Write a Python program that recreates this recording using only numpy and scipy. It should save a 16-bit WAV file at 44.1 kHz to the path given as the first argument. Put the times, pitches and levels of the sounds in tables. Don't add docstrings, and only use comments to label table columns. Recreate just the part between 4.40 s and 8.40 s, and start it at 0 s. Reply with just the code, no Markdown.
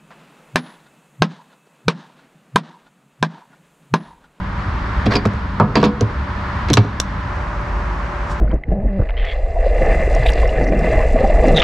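import sys
import numpy as np
from scipy import signal
from scipy.fft import rfft, irfft
from scipy.io import wavfile
from scipy.ndimage import uniform_filter1d, minimum_filter1d

SR = 44100
rng = np.random.default_rng(int(sys.argv[2]) if len(sys.argv) > 2 else 0)


def to_wav(sig):
    pcm = np.clip(np.atleast_2d(sig), -1, 1) * 32767
    pcm = np.round(pcm).astype(np.int16)
    wavfile.write(sys.argv[1], SR, pcm.T)


N = 4 * SR


def undb(db):
    return 10 ** (np.asarray(db) / 20)


def unit(x):
    return x / np.sqrt(np.mean(x ** 2))


def colour(x, points):
    hz, db = np.array(points, float).T
    bins_hz = np.maximum(np.fft.rfftfreq(x.shape[-1], 1 / SR), 1)
    gain = undb(np.interp(np.log(bins_hz), np.log(hz), db))
    return irfft(rfft(x) * gain, x.shape[-1])


def noise(points, size):
    return unit(colour(rng.standard_normal(size), points))


def fade(t, t60):
    return np.exp(-np.log(1000) * t / t60)


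def mode(t, hz, t60):
    return np.sin(2 * np.pi * (hz * t + rng.random())) * fade(t, t60)


def walk(rate_hz):
    knots = rng.standard_normal(256)
    return np.interp(np.arange(N) / SR * rate_hz, np.arange(len(knots)), knots)


def add(out, start_s, x):
    i = int(start_s * SR)
    out[i:i + len(x)] += x[:N - i]


# frequency in Hz, relative level in dB.
CAR_AIR_COLOUR = [(13, -37), (22, -14), (36, -8), (66, 1.5), (161, -12.5), (201, -14), (311, -20.5),
                  (387, -27), (420, -26), (537, -28.5), (582, -23), (668, -28), (1010, -18), (1320, -22),
                  (1780, -25), (2610, -37), (4640, -45), (12100, -76), (15000, -108)]
PUMP_AIR_COLOUR = [(13, -37), (22, -22), (53, 0), (86, -8.5), (120, -12), (243, -20), (264, -22),
                   (366, -23.5), (420, -26.5), (455, -25), (522, -26.5), (582, -19.5), (632, -24.5),
                   (1030, -17), (1690, -24), (3340, -42.5), (5930, -50.5), (9430, -65), (15000, -94)]
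# frequency in Hz, side against mid in dB.
AIR_WIDTH = [(40, -33.5), (150, -31.5), (350, -15), (700, -8), (1400, -5.5), (3000, -4.5), (10000, -6.5)]
# time in seconds, rumble gain in dB, traffic gain in dB.
AIR_SWELL = [(0, -1.5, -2.5), (.35, 0, 1), (.62, -1, 2.5), (1.1, -2.5, -1.5), (1.75, -5, -1),
             (2.2, -4.5, 2.5), (2.55, -3, -.5), (3.3, 1, -2), (3.75, -2.5, -1.5), (3.92, 3.5, -2),
             (4, 0, -2)]
# frequency in Hz, level by the car in dB, level by the pump in dB.
HUM_TONES = [(50, -35, -28), (192.4, -35.5, -44.5), (366, -50.5, -45), (586.5, -48.5, -40),
             (954, -48.5, -43)]
PUMP_TAKEOVER_S, CAR_AIR_DB, PUMP_AIR_DB, HUM_WANDER_HZ = 2.9, -21, -22, 1.44


def station(t):
    pump_share = np.clip((t - PUMP_TAKEOVER_S) / 0.14 + 0.5, 0, 1)
    car_gain = undb(CAR_AIR_DB) * np.sqrt(1 - pump_share)
    pump_gain = undb(PUMP_AIR_DB) * np.sqrt(pump_share)
    mid, side = (car_gain * noise(CAR_AIR_COLOUR, N) + pump_gain * noise(PUMP_AIR_COLOUR, N)
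                 for _ in range(2))
    air = mid + colour(side, AIR_WIDTH) * np.array([[1], [-1]])
    rumble = colour(air, [(200, -5), (350, -7), (700, -30)])
    traffic = air - rumble
    times, rumble_db, traffic_db = np.array(AIR_SWELL).T
    out = rumble * undb(np.interp(t, times, rumble_db))
    out += traffic * undb(np.interp(t, times, traffic_db) + 0.5 * walk(9))
    for hz, car_db, pump_db in HUM_TONES:
        phase = 2 * np.pi * np.cumsum(hz + HUM_WANDER_HZ * walk(7.1)) / SR
        hum_db = car_db + (pump_db - car_db) * pump_share + 2 * walk(3.8)
        out += undb(hum_db) * np.sqrt(2) * np.sin(phase)
    return out


# delay in seconds, gain in dB.
ECHOES = [(.0047, -29), (0.0152, -23)]
# frequency in Hz, relative level in dB.
ROOF_COLOUR = [(60, -13), (200, -1.5), (450, -9.5), (1500, -4.5), (5000, -19.5), (14000, -34)]
SCATTER_COLOUR = [(60, -29), (250, -20), (600, -2.5), (1200, -0.5), (4000, 3), (12000, 0)]
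ROOF_DB, SCATTER_DB = -25, -12.5


def forecourt(x):
    t = np.arange(SR // 2) / SR
    near = x.copy()
    for delay_s, db in ECHOES:
        add(near, delay_s, undb(db) * x)
    tail = noise(ROOF_COLOUR, len(t)) * fade(t, t60=0.57) * (1 - np.exp(-t / 0.015))
    roof = signal.fftconvolve(x, tail / np.linalg.norm(tail))[:N]
    scatter = noise(SCATTER_COLOUR, len(t)) * fade(t, t60=0.051)
    side = signal.fftconvolve(x, scatter / np.linalg.norm(scatter))[:N]
    return near + undb(ROOF_DB) * roof + undb(SCATTER_DB) * side * np.array([[1], [-1]])


# frequency in Hz, relative level in dB.
RUSTLE_COLOUR = [(1000, -10), (4000, -5), (8000, -11.5), (12000, -32), (16000, -35)]


def rustle(t, peak_s=3.915, width_s=0.023, level_db=-41):
    return undb(level_db) * noise(RUSTLE_COLOUR, N) * np.exp(-np.abs(t - peak_s) / width_s)


def squeak(t, peak_s=0.7145, width_s=0.005, centre_hz=2020, rise_hz_per_s=30000, level_db=-24):
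    since = t - peak_s
    hz = centre_hz + rise_hz_per_s * np.clip(since, -0.02, 0.02)
    envelope = np.exp(-(since / width_s) ** 2)
    return undb(level_db) * envelope * np.sin(2 * np.pi * np.cumsum(hz) / SR)


# time in seconds, level in dB.
SLIDE_LEVELS = [(.69, -50), (.712, -20), (.728, -19), (.745, -22), (.775, -36), (.80, -59)]
# frequency in Hz, relative level in dB.
SLIDE_COLOUR = [(300, 3), (1000, 3), (2000, 0.5), (2800, -12), (4500, -8.5), (7000, -29), (12000, -47),
                (16000, -55)]


def slide(t):
    times, db = np.array(SLIDE_LEVELS).T
    envelope = undb(np.interp(t, times, db)) * (t > times[0]) * (t < times[-1])
    catches = rng.standard_normal(N) * undb(3.3 * walk(58.2))
    return envelope * unit(colour(catches, SLIDE_COLOUR))


# start in seconds, level in dB.
CLINKS = [(0.7546, -18.5), (.7580, -15.5), (0.7663, -25), (1.3550, -14.5)]
# frequency in Hz, relative level in dB, t60 in seconds.
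TIP_MODES = [(2448, -6, .07), (4620, -3.5, 0.11), (4700, -7, 0.1), (4770, -10, 0.073), (4910, 5.5, 0.02),
             (5160, -6.5, 0.053), (5160, -19, .04)]


def tip(attack_s=0.00043):
    out, t = np.zeros(N), np.arange(SR // 4) / SR
    attack = 1 - np.exp(-(t / attack_s) ** 2)
    for start_s, level_db in CLINKS:
        for hz, db, t60 in TIP_MODES:
            detune = 1 + 0.003 * rng.standard_normal()
            add(out, start_s, undb(level_db + db) * attack * mode(t, hz * detune, t60))
    return out


# start in seconds, level in dB.
SNAPS = [(2.3328, 3.5), (2.3378, 10), (2.6006, 2), (2.6055, -20), (2.6135, -20)]
# frequency in Hz, relative level in dB.
SNAP_COLOUR = [(200, 2), (600, -1), (1050, -12), (1600, -10), (2400, -6), (3000, 1), (3600, 5), (4600, -3),
               (5800, 3.5), (7000, -2.5), (8200, -8.5), (9300, -12.5), (10700, -13), (13000, -25),
               (16000, -44)]
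# frequency in Hz, relative level in dB, t60 in seconds.
LATCH_MODES = [(1050, -6.5, 0.019), (1580, -9, .016), (3470, 0.5, 0.0096), (3940, -7, 0.01),
               (5030, -6, .012), (5730, 2, 0.0091), (6600, -14, 0.0064), (10700, -21, 0.01)]


def latch(attack_s=0.00057, ring_db=-7, tail_db=-34):
    out, t = np.zeros(N), np.arange(SR // 8) / SR
    decay = fade(t, t60=0.0072) + undb(tail_db) * fade(t, t60=0.12)
    attack = 1 - np.exp(-t / attack_s)
    for start_s, level_db in SNAPS:
        ring = sum(undb(ring_db + db) * mode(t, hz, t60) for hz, db, t60 in LATCH_MODES)
        crack = decay * noise(SNAP_COLOUR, len(t))
        add(out, start_s, undb(level_db) * attack * (ring + crack))
    return out


def struck_part(t, modes, crowd_colour, ring_scale, crowd_t60, crowd_db, crack_db, attack_s):
    hz, db, t60 = np.array(modes, float).T[:, :, None]
    gain = undb(db) / np.sqrt(np.sum(undb(db) ** 2) / 2)
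    detune = 1 + 0.0046 * rng.standard_normal(hz.shape)
    signs = (-1) ** np.arange(len(hz))[:, None]
    sines = signs * np.sin(2 * np.pi * hz * detune * t)
    clear = np.sum(gain * sines * fade(t, t60 * ring_scale), axis=0)
    crowd_decay = undb(crowd_db) * fade(t, crowd_t60 * ring_scale)
    crack_decay = undb(crack_db) * fade(t, t60=0.022)
    dense = noise(crowd_colour, len(t)) * np.hypot(crowd_decay, crack_decay)
    attack = 1 - np.exp(-t / attack_s)
    return attack * (clear + dense) / np.hypot(1, undb(crowd_db))


# start in seconds, thud in dB, panel in dB, favoured panel pitch in Hz,
# neck in dB, spout in dB, click in dB, ring time as a factor.
CONTACTS = [ (0.6579, -28, -20, 230, -35, -33, -30, 0.94), (0.6634, -9.5, -4.5, 268, -23.5, -23, -32, 0.72),
            (.7370, -22, -18.5, 400, -23, -25.5, -27, 1.4), (.7540, -33, -10, 346, -28, -20, -16, 0.77),
            (.7580, -21, -13.5, 260, -17, -27, -29, 0.96), (0.766, -39, -38, 400, -30, -23, -20, 0.68),
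            (.8530, -7, -11, 210, -15.5, -29, -21.5, .45), (0.8576, -17, -1, 192, -33, -27, -23, 0.27),
            (0.871, -42, -30, 215, -43, -52, -28, 0.46), (.9350, -21, -29, 210, -41, -54, -35, .8),
            (1.1990, -5.5, -3.5, 158, -6.5, -29, -23.5, 1.16),
            (1.2100, -26, -14, 590, -11.5, -50, -50, 0.78), (1.2320, -28, -14, 160, -25, -53, -50, .8),
            (1.2780, -20, -21.5, 160, -40, -57, -55, 1.7), (1.3550, -12.5, -8.5, 420, -8, -15, -21, 1),
            (1.3689, -26, -3.5, 214, -18, -20.5, -33, 1.2), (1.4000, -36, -37, 215, -32, -30, -42, 0.98),
            (1.4140, -50, -44, 215, -36, -30, -36, 1), (1.4290, -28, -4, 484, -7, -25, -20.5, 0.94),
            (1.4396, -40, -7.5, 290, -11.5, -14.5, -19, 0.78), (1.4470, -26, -7, 215, -15.5, -22, -18, 1.4),
            (1.4550, -47, -28, 400, -20, -33, -15, 0.49), (1.6092, -8, -7.5, 497, -27.5, -37, -12, 0.59),
            (1.617, -18, -31, 420, -43, -38, -48, 0.79), (2.2856, -28, -22.5, 300, -35, -28.5, -28, 1.2),
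            (2.3010, -13, -12.5, 458, -26, -23.5, -15, 0.92), (2.3045, -8.5, -4, 275, -30, -35, -35, 0.63),
            (2.337, -5, -5.5, 180, -15, -26, -27, 0.2), (2.371, 4, 0, 331, -3.5, -9, -2.5, .65),
            (2.4480, -15, -11.5, 162, -40, -62, -38, 0.47)]
# frequency in Hz, relative level in dB, t60 in seconds at ring factor 1.
PANEL_MODES = [(156, -6, 0.32), (209.9, 0, 0.21), (232.6, -1.5, 0.19), (290.4, -3.5, 0.2),
               (408.5, -1.5, .2), (486, -3.5, 0.16), (597, -17.5, 0.16), (646, -3.5, 0.064),
               (731, -8.5, 0.18)]
NECK_MODES = [(909, -1.5, .17), (972, 4, 0.15), (1060, -8, 0.12), (1111, -5.5, .16), (1246, -7.5, 0.32),
              (1304, -7, 0.073), (1690, -3.5, 0.15)]
SPOUT_MODES = [(2265, 1.5, .16), (2460, -8.5, .14), (2584, 10.5, 0.04), (2710, 4, 0.033), (3305, 1.5, 0.13),
               (3650, -8, 0.12), (4127, 6, 0.063), (4670, -12.5, 0.04)]
# frequency in Hz, relative level in dB.
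PANEL_COLOUR = [(60, -31), (140, 14), (300, 4.5), (550, -2.5), (800, -18.5), (2000, -60.5)]
NECK_COLOUR = [(200, -23), (500, 4), (780, 1.5), (1050, 10), (1400, 1), (2000, -16), (3000, -25),
               (7000, -87)]
SPOUT_COLOUR = [(700, -17), (1700, 4), (2550, 4.5), (3100, 0), (4000, 0), (5100, -4), (6000, -15),
                (8500, -26.5), (11000, -41), (16000, -63)]
CLICK_COLOUR = [(300, -4), (1200, 9.5), (2400, -7), (3600, -1.5), (4600, -4), (5800, 5), (7000, -1.5),
                (8300, -14), (10500, -18), (13000, -25), (16000, -39)]
FAVOUR_OCTAVES, FAVOUR_DB = 0.27, 8.5
THUD_HZ, THUD_RISE_S, METAL_ATTACK_S = 108, 0.023, 0.00021


def nozzle():
    out, t = np.zeros(N), np.arange(SR // 2) / SR
    swing = (t / THUD_RISE_S * np.exp(1 - t / THUD_RISE_S)) ** 2
    thud = swing * np.sin(2 * np.pi * THUD_HZ * t)
    click_envelope = fade(t, t60=0.0098) * (1 - np.exp(-t / METAL_ATTACK_S))
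    for start_s, thud_db, panel_db, favoured_hz, neck_db, spout_db, click_db, ring_scale in CONTACTS:
        favoured = [(hz, db + FAVOUR_DB * np.exp(-(np.log2(hz / favoured_hz) / FAVOUR_OCTAVES) ** 2), t60)
                    for hz, db, t60 in PANEL_MODES]
        panel = struck_part(t, favoured, PANEL_COLOUR, ring_scale,
                            crowd_t60=0.21, crowd_db=-3.5, crack_db=-7, attack_s=0.00067)
        neck = struck_part(t, NECK_MODES, NECK_COLOUR, ring_scale,
                           crowd_t60=0.12, crowd_db=7.5, crack_db=6, attack_s=0.0005)
        spout = struck_part(t, SPOUT_MODES, SPOUT_COLOUR, ring_scale,
                            crowd_t60=0.12, crowd_db=1, crack_db=7.5, attack_s=METAL_ATTACK_S)
        click = noise(CLICK_COLOUR, len(t)) * click_envelope
        ringing = undb(panel_db) * panel + undb(neck_db) * neck + undb(spout_db) * spout
        add(out, start_s, undb(thud_db) * thud + ringing + undb(click_db) * click)
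    return out


def scene():
    t = np.arange(N) / SR
    handling = nozzle() + tip() + latch() + slide(t) + squeak(t)
    return forecourt(handling) + station(t) + rustle(t)


DUCK_THRESHOLD, DUCK_RELEASE_S, DUCK_SHARE = 0.46, 0.15, 0.37
PEAK_LIMIT, HOLD_S, LOWPASS_HZ = 0.96, 0.0015, 15870


def record(dry):
    hold = int(HOLD_S * SR)
    release = np.arange(N) / SR / DUCK_RELEASE_S
    log_excess = np.log(np.maximum(np.abs(dry).max(axis=0) / DUCK_THRESHOLD, 1))
    held_excess = np.maximum.accumulate(log_excess + release) - release
    ducked = dry * np.exp(-DUCK_SHARE * uniform_filter1d(held_excess, hold))
    limiter_gain = np.minimum(1, PEAK_LIMIT / (np.abs(ducked).max(axis=0) + 1e-9))
    limited = ducked * uniform_filter1d(minimum_filter1d(limiter_gain, hold), hold)
    lowpass = signal.ellip(8, 0.2, 70, LOWPASS_HZ, fs=SR, output="sos")
    return signal.sosfilt(lowpass, limited)


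dry = scene()
out = record(dry)
to_wav(out)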